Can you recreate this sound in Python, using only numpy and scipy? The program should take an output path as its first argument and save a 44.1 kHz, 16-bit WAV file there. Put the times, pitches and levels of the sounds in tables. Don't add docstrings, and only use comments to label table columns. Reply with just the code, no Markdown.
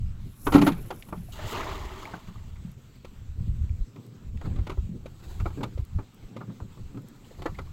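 import sys
import numpy as np
from scipy import signal
from scipy.fft import rfft, irfft, next_fast_len
from scipy.io import wavfile
from scipy.ndimage import uniform_filter1d

SR = 44100
rng = np.random.default_rng(int(sys.argv[2]) if len(sys.argv) > 2 else 0)


def unload_audio(sound):
    columns = np.transpose(np.atleast_2d(sound))
    steps = np.round(np.clip(columns, -1, 1) * 32767)
    wavfile.write(sys.argv[1], SR, steps.astype(np.int16))


N = 340452

# (frequency [Hz], relative level [dB])
RIVER_SPECTRUM = [(200, 1.5), (400, -13), (1000, -9.5), (1350, -10), (1650, -14.5), (2500, -14),
                  (4000, -15.5), (5200, -20.5), (6500, -19.5), (8100, -17), (8700, -32), (11000, -31),
                  (12200, -25.5), (16000, -27)]
RIVER_DB = -62.5

# (top time [s], top level [dB], 20 dB rise [s], 20 dB fall [s])
GUST_SWELLS = [(0.0, -27, .1, 0.34), (0.3, -49, 0.12, 0.039), (0.48, -26.5, 0.024, 0.14),
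               (0.8, -34.5, 0.29, 0.073), (1.2, -47, 0.19, 0.093), (3.5, -27.5, 0.33, 0.21),
               (3.809, -32, 0.54, 0.04), (4.509, -30, 0.13, 0.32), (4.82, -33.5, 0.085, 0.1),
               (5.424, -31, 0.27, 0.31), (5.965, -23.5, 0.069, 0.059), (6.25, -38.5, 0.069, 0.031),
               (6.84, -38, 0.23, 0.13), (7.42, -42, 0.24, 0.63), (7.67, -40, 0.057, 0.013)]
# (time [s], level [dB])
BREEZE_LEVEL = [(0, -56), (1.9, -50.5), (2.6, -56), (3.9, -98), (4.3, -49), (6.1, -63), (7.72, -55)]
# (frequency [Hz], relative level [dB])
GUST_SPECTRUM = [(8.8, -53), (15, 3), (59, -8), (79, -2), (168, -16), (219, -22), (258, -40), (880, -120)]
FLUTTER_PER_S, FLUTTER_DB = 2.79, 9.5

# (top time [s], top level [dB], length [s])
LURCH_SWELLS = [(0.261, -41.5, 0.055), (0.57, -20, 0.2), (0.874, -42, 0.16), (3.444, -53, 0.51),
                (3.998, -47, 0.62), (4.483, -33.5, 0.27), (4.925, -39, 0.22), (5.606, -27.5, 0.13),
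                (6.35, -41, 0.32), (6.485, -37, 0.077), (6.629, -41.5, 0.1), (6.795, -39.5, 0.056),
                (6.968, -40, 0.22), (7.601, -37.5, 0.023)]
# (frequency [Hz], relative level [dB])
RUMBLE_SPECTRUM = [(70, -42), (110, 5.5), (150, 0), (240, -3.5), (330, -11.5), (500, -18), (900, -44)]
LURCH_RISE, HUM_DB = 0.25, -55

# (time [s], level [dB])
SWING_LEVEL = [(0.2, -76), (0.44, -59.5), (0.75, -59), (1.32, -62.5)]
# (top time [s], top level [dB])
NET_JOLTS = [(0.46, -47), (0.559, -45), (0.672, -44)]
# (frequency [Hz], relative level [dB])
MESH_SPECTRUM = [(5000, -23.5), (8500, -23), (8990, -31), (9680, -15.5), (11000, -14.5), (13500, -17.5),
                 (15100, -21), (16000, -31)]
JOLT_RISE_S, JOLT_FALL_S = 0.079, 0.04

# (time [s], peak level [dB])
GEAR_TICKS = [(0.432, -47), (1.51, -41), (2.716, -48), (4.065, -48), (5.85, -45), (6.145, -49), (7.02, -50),
              (7.085, -43), (7.158, -54)]

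# (top time [s], dull level [dB], treble level [dB], 20 dB rise [s], 20 dB fall [s])
GEAR_DRAGS = [(0.475, -48.5, -79, 0.037, 0.99), (0.68, -36, -65, 0.14, 0.12),
              (4.451, -49.5, -69.5, 0.049, 0.27), (5.3, -53.5, -60.5, 0.26, 0.72),
              (6.35, -57.5, -100, 0.43, 0.13), (7.45, -57, -66, 1, 0.75)]
# (frequency [Hz], relative level [dB])
SCRAPE_SPECTRUM = [(180, -38), (300, 6.5), (432, 2), (504, -3.5), (652, -8), (692, -2), (1310, -8),
                   (1900, -12), (2300, -11), (4500, -23), (11000, -120)]
# (frequency [Hz], relative level [dB])
RUSTLE_SPECTRUM = [(2350, -27), (4000, 9), (5670, 0), (6440, 4.5), (7790, 8), (8850, -6), (10600, -3),
                   (12200, 1), (15100, -3), (16000, 1)]

# (time [s], plank level [dB], hull thud peak [dB], edge crack peak [dB], thud centre [Hz])
BLOWS = [(0.467, -11, -22, -25, 300), (0.522, -11.5, -24.5, -22.5, 335), (0.538, -11.5, -20, -18, 248),
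         (0.549, -7.5, -2, -21, 293), (0.58, -16, -9.5, -26.5, 262), (0.615, -13.5, -14.5, -20.5, 265),
         (0.625, -37, -10.5, -51, 276), (0.666, -7.5, -22, -18.5, 270), (0.676, -24, -12.5, -26.5, 270),
         (0.718, -47, -20.5, -34, 176), (0.904, -19.5, -32.5, -31, 370), (1.021, -62, -77, -32.5, 196),
         (1.086, -38.5, -42.5, -45, 210), (1.125, -21, -33, -69, 190), (1.176, -59, -27.5, -51, 179),
         (2.136, -24, -34.5, -41, 183), (2.283, -39.5, -34, -60, 196), (2.649, -69, -28.5, -77, 168),
         (3.047, -37.5, -37, -41, 544), (3.959, -37.5, -37.5, -47, 310), (4.37, -51, -75.5, -40, 196),
         (4.412, -34.5, -51, -43, 206), (4.56, -37.5, -47.5, -42, 238), (4.586, -35.5, -33.5, -44, 214),
         (4.668, -27, -36.5, -34.5, 182), (4.696, -22.5, -29.5, -34.5, 390),
         (4.717, -35.5, -42, -41, 182.3), (4.774, -38.5, -36, -61, 394), (4.892, -66, -26.5, -81, 174),
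         (5.058, -37.5, -32.5, -41.5, 495), (5.4, -28.5, -34.5, -37, 166), (5.456, -18, -35, -35.5, 200),
         (5.503, -35.5, -51, -50, 300), (5.574, -36, -29, -56, 298), (5.607, -30, -29.5, -42, 316),
         (5.631, -17.5, -32, -26.5, 198), (5.776, -38, -34.5, -46, 483), (5.987, -28.5, -32, -43, 320),
         (6.364, -34, -32, -39, 490), (6.408, -28.5, -35, -49, 206), (6.494, -40.5, -32.5, -65, 215),
         (6.601, -31, -43.5, -50, 159), (6.773, -44, -41, -68, 206), (6.945, -43, -34.5, -65, 242),
         (6.971, -38.5, -34.5, -45, 295), (7.391, -39, -45.5, -67, 370), (7.42, -31.5, -42, -33.5, 408),
         (7.457, -14.5, -27, -28, 544), (7.544, -66, -62, -43, 167), (7.586, -24, -36, -35, 387)]
# (frequency [Hz], relative level [dB], 60 dB decay [s])
HULL_MODES = [(133.6, 1, 0.51), (174.9, 7, 0.14), (202.7, -1.5, 0.25), (282, 4, 0.1), (307, 3, 0.014),
              (385, 7, 0.086), (420, -11, 0.061), (523, 18.5, 0.021)]
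# (frequency [Hz], relative level [dB], 60 dB decay [s])
PLANK_MODES = [(887, -12.5, .055), (1110, -1, 0.0063), (1140, -12.5, 0.02), (1233, -13, 0.075),
               (1424, -21.5, 0.076), (1633, -23, 0.055), (1920, -19, 0.027), (2430, -20, 0.035)]
# (frequency [Hz], relative level [dB])
BOARD_SPECTRUM = [(300, 13.5), (500, 3), (900, 4), (1400, 1), (1700, -15.5), (2400, -16)]
# (frequency [Hz], relative level [dB])
EDGE_SPECTRUM = [(1200, -33.5), (1600, -3), (1900, 6.5), (2450, 5), (3500, 0.5), (4600, -4), (5400, -10.5),
                 (7000, -9.5), (8200, -18), (9000, -18), (10500, -17.5), (15800, -24.5)]
CONTACT_S, CONTACT_S_PER_DB = .0115, .0003

# (time [s], level [dB], starting pitch [Hz])
DROPS = [(1.285, -42.5, 660), (1.389, -31, 590), (1.548, -35, 870), (1.607, -27, 1180), (1.712, -31, 1060),
         (1.778, -35, 950), (1.917, -36, 816), (2.03, -32, 1190), (2.054, -27, 2120), (2.074, -32, 850),
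         (2.202, -44, 980), (2.242, -46, 940), (2.356, -42, 1120), (2.559, -45, 2070), (3.694, -42, 2200),
         (7.245, -42.5, 2800), (7.305, -43, 503), (7.553, -41, 1990), (7.672, -46, 1040)]
RING_CYCLES = 40

# (time [s], splash level [dB], fine spray above it [dB])
SPLASH_LEVEL = [(1.32, -58.5, 7.5), (1.4, -40.5, -14.5), (1.52, -39, -3), (1.55, -32, -16.5),
                (1.84, -43, -13), (2.14, -47.5, -13.5), (2.2, -56, -8.5), (2.75, -72, -6)]
# (frequency [Hz], relative level [dB])
WATER_SPECTRUM = [(120, -49), (200, 3), (378, 5), (535, -7.5), (632, 2.5), (726, -6.5), (870, 2.5),
                  (1210, 0.5), (1560, -10), (2030, -4.5), (2830, -15), (3200, -14.5), (5500, -22.5),
                  (7150, -25), (12100, -120)]
# (frequency [Hz], relative level [dB])
SPRAY_SPECTRUM = [(2650, -13), (4500, -21.5), (5620, -28.5), (6700, -21), (7980, -23.5), (8640, -32.5),
                  (13200, -27.5), (15100, -29), (16000, -28)]

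# (time [s], level [dB], pitch [Hz])
WIND_PUFFS = [(1.764, -28.5, 50), (1.861, -26.5, 50.3), (3.437, -27.5, 72), (3.495, -19.5, 93),
              (3.508, -25, 92), (3.523, -31, 65), (3.614, -16, 66), (3.641, -18.5, 70), (3.707, -18, 70),
              (3.814, -19, 33.9), (4.484, -26, 100), (4.513, -19, 66.4), (4.596, -16, 63),
              (4.618, -18.5, 66), (4.788, -15.5, 60), (5.407, -19, 65.4), (5.428, -17, 75),
              (5.438, -23, 71), (5.463, -21, 59.5), (5.76, -24, 64), (5.796, -17.5, 83), (5.826, -23, 56.4),
              (5.943, -24.5, 77.5), (6.625, -26, 79)]

BAND_LIMIT_HZ = 16000


def gain_of(db):
    return 10 ** (np.asarray(db) / 20)


def evened(x):
    return x / np.sqrt(np.mean(x ** 2) + 1e-20)


def peaked(x):
    return x / abs(x).max()


def level(rows, column=1):
    rows = np.asarray(rows)
    db = np.interp(np.arange(N) / SR, rows[:, 0], rows[:, column], left=-140, right=-140)
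    return uniform_filter1d(gain_of(db), size=200)


def swells(tops, dbs, rises, falls):
    coarse = np.arange(0, N, 64)
    t = coarse / SR - np.asarray(tops)[:, None]
    dbs, rises, falls = (np.broadcast_to(v, len(t))[:, None] for v in (dbs, rises, falls))
    slope = np.where(t < 0, -t / np.maximum(rises, .01), t / np.maximum(falls, .01))
    return np.interp(np.arange(N), coarse, gain_of(dbs - 20 * slope).sum(axis=0))


def wander(per_s, depth_db):
    knots = rng.standard_normal(N // 20)
    drift = np.interp(np.arange(N) * per_s / SR, np.arange(len(knots)), knots)
    return gain_of(depth_db * drift)


def lumpy(per_s, depth_db):
    return wander(per_s, depth_db) * rng.standard_normal(N)


def clicks(per_s, spread_db):
    size = gain_of(spread_db * np.minimum(rng.exponential(1, N), 4))
    sign = rng.choice([-1, 1], N)
    return size * sign * (rng.random(N) < per_s / SR)


def coloured(x, spectrum):
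    hz, db = np.transpose(spectrum)
    size = next_fast_len(len(x))
    bins = np.fft.rfftfreq(size, 1 / SR)
    shape = gain_of(np.interp(np.log(bins + 1), np.log(hz), db, left=-90, right=-90))
    return evened(irfft(rfft(x, size) * shape, size)[:len(x)])


def steadied(x, span_s):
    power = abs(uniform_filter1d(x ** 2, int(span_s * SR)))
    return evened(x / np.sqrt(power + 0.17))


def patchy(x, depth_db, size):
    z = signal.stft(x, nperseg=512)[2]
    patches = uniform_filter1d(rng.standard_normal(z.shape), size=size[0], axis=0)
    patches = evened(uniform_filter1d(patches, size=size[1], axis=1))
    return evened(signal.istft(z * gain_of(depth_db * patches), nperseg=512)[1][:N])


def river():
    hiss = coloured(lumpy(25, 1.3), RIVER_SPECTRUM)
    return gain_of(RIVER_DB) * patchy(hiss, 1.9, size=(8, 14))


def gusts():
    breeze = level(BREEZE_LEVEL) * wander(FLUTTER_PER_S, FLUTTER_DB)
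    blowing = breeze + swells(*np.transpose(GUST_SWELLS))
    return steadied(coloured(lumpy(22, 5.5), GUST_SPECTRUM), .12) * blowing


def rumble():
    tops, dbs, lengths = np.transpose(LURCH_SWELLS)
    lurching = swells(tops, dbs, LURCH_RISE * lengths, (1 - LURCH_RISE) * lengths)
    return steadied(coloured(lumpy(40, 4.0), RUMBLE_SPECTRUM), .12) * (gain_of(HUM_DB) + lurching)


def swing():
    air = evened(lumpy(70, 3.0))
    droplets = evened(clicks(500, 6.0))
    jolts = swells(*np.transpose(NET_JOLTS), JOLT_RISE_S, JOLT_FALL_S)
    return coloured(air + .5 * droplets, MESH_SPECTRUM) * (level(SWING_LEVEL) + jolts)


def ticks():
    out, t = np.zeros(N + SR), np.arange(1000) / SR
    for (s, db), grit in zip(GEAR_TICKS, rng.standard_normal((len(GEAR_TICKS), len(t) + 1))):
        bright = grit[1:] - .5 * grit[:-1]
        out[round(s * SR):][:len(t)] += gain_of(db) * peaked(bright * t * np.exp(-t / 0.0011))
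    return out[:N]


def drags():
    grains = evened(lumpy(50, 3.0)) + .4 * evened(clicks(700, 2.5))
    dull = patchy(coloured(grains, SCRAPE_SPECTRUM), 4., size=(4, 4))
    bright = coloured(grains, RUSTLE_SPECTRUM)
    tops, dull_db, treble_db, rises, falls = np.transpose(GEAR_DRAGS)
    return dull * swells(tops, dull_db, rises, falls) + bright * swells(tops, treble_db, rises, falls)


def ring(modes, blow, detune, share=1):
    hz, db, t60 = np.transpose(modes)[..., None]
    t = np.arange(len(blow)) / SR
    pitch = hz * (1 + detune[:len(hz), None])
    tones = gain_of(db - 60 * t / t60) * np.sin(2 * np.pi * pitch * t)
    return peaked(signal.fftconvolve((share * tones).sum(axis=0), blow)[:len(t)])


def hull_thud(u, grit, thud_hz):
    hull_hz = np.transpose(HULL_MODES)[0]
    near = np.exp(-(np.log(hull_hz / thud_hz) / .28) ** 2)[:, None]
    push = (1 + .5 * grit) * (abs(u - .22) < .04)
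    return peaked(ring(HULL_MODES, push, .006 * grit, near) * (1 - np.exp(-(2.6 * u) ** 2)))


def plank_knock(t, grit, force, swell):
    boards = peaked(coloured(grit[::-1], BOARD_SPECTRUM) * swell * gain_of(-60 * t / 0.1))
    share = gain_of(5.2 * grit[-len(PLANK_MODES):, None])
    return 0.39 * ring(PLANK_MODES, grit * force, 0.0403 * grit, share) + 0.47 * boards


def edge_crack(t, grit, force, swell):
    edge = coloured(grit * abs(grit), EDGE_SPECTRUM)
    return peaked(edge * (peaked(force) + 0.45 * swell * gain_of(-60 * t / 0.11)))


def knocks():
    out, t = np.zeros(N + SR), np.arange(SR // 4) / SR
    for row, grit in zip(BLOWS, rng.standard_normal((len(BLOWS), len(t)))):
        s, plank_db, thud_db, crack_db, thud_hz = row
        contact = CONTACT_S + CONTACT_S_PER_DB * (thud_db + 30)
        u = t / np.clip(contact, .006, .03)
        force = u ** 2 * np.exp(-3.6 * u)
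        swell = 1 - np.exp(-(1.9 * u) ** 2)
        sound = gain_of(plank_db) * plank_knock(t, grit, force, swell)
        sound += gain_of(crack_db) * edge_crack(t, grit, force, swell)
        sound += gain_of(thud_db) * hull_thud(u, grit, thud_hz)
        out[round((s - .2 * contact) * SR):][:len(sound)] += sound
    return out[:N]


def plops():
    out, t = np.zeros(N + SR), np.arange(4000) / SR
    for (s, db, hz), slap in zip(DROPS, rng.standard_normal((len(DROPS), len(t)))):
        u = hz * t
        wobble = 1 + 0.38 * evened(uniform_filter1d(slap, size=60))
        bubble = wobble * np.sin(2 * np.pi * u * (1 + 0.0052 * u))
        tone = bubble + 0.23 * slap * np.exp(-t / 0.003)
        envelope = gain_of(db - 60 * u / RING_CYCLES) * (1 - np.exp(-u / 1.9))
        out[round(s * SR):][:len(t)] += envelope * tone
    return out[:N]


def bubble_cloud():
    bubbles = np.zeros(N)
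    for hz in np.geomspace(350, 4600, num=24):
        u = np.arange(int(30 * SR / hz)) * hz / SR
        envelope = (1 - np.exp(-u)) * np.exp(-u / 5)
        grain = envelope * np.sin(2 * np.pi * u * (1 + .008 * u)) / np.sqrt(SR / hz)
        bubbles += signal.oaconvolve(clicks(110, 2.7), grain)[:N] * np.sqrt(hz)
    return evened(bubbles)


def splash():
    slaps = evened(clicks(2500, 2.2)) + evened(lumpy(70, 4.))
    body = patchy(coloured(.85 * bubble_cloud() + slaps, WATER_SPECTRUM), 2.4, size=(5, 3))
    spray = coloured(slaps, SPRAY_SPECTRUM) * level(SPLASH_LEVEL, column=2)
    return (body + spray) * level(SPLASH_LEVEL)


def puffs():
    out, t = np.zeros(N), np.arange(-2000, 2000) / SR
    for s, db, hz in WIND_PUFFS:
        u = t * hz
        pressure = np.cos(2 * np.pi * u) * np.exp(-((u - .15) / 0.51) ** 2)
        out[round((s + t[0]) * SR):][:len(t)] += gain_of(db) * pressure
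    return out


def scene():
    air_and_hull = river() + gusts() + rumble() + puffs()
    net_and_gear = swing() + ticks() + drags() + knocks()
    return (air_and_hull + net_and_gear + plops() + splash())[None]


def record(dry):
    rounded = dry / (1 + (dry / .95) ** 6) ** (1 / 6)
    lowpass = signal.firwin(511, BAND_LIMIT_HZ, window=("kaiser", 9), fs=SR)
    return signal.oaconvolve(rounded, lowpass[None], "same")


dry = scene()
out = record(dry)
unload_audio(out)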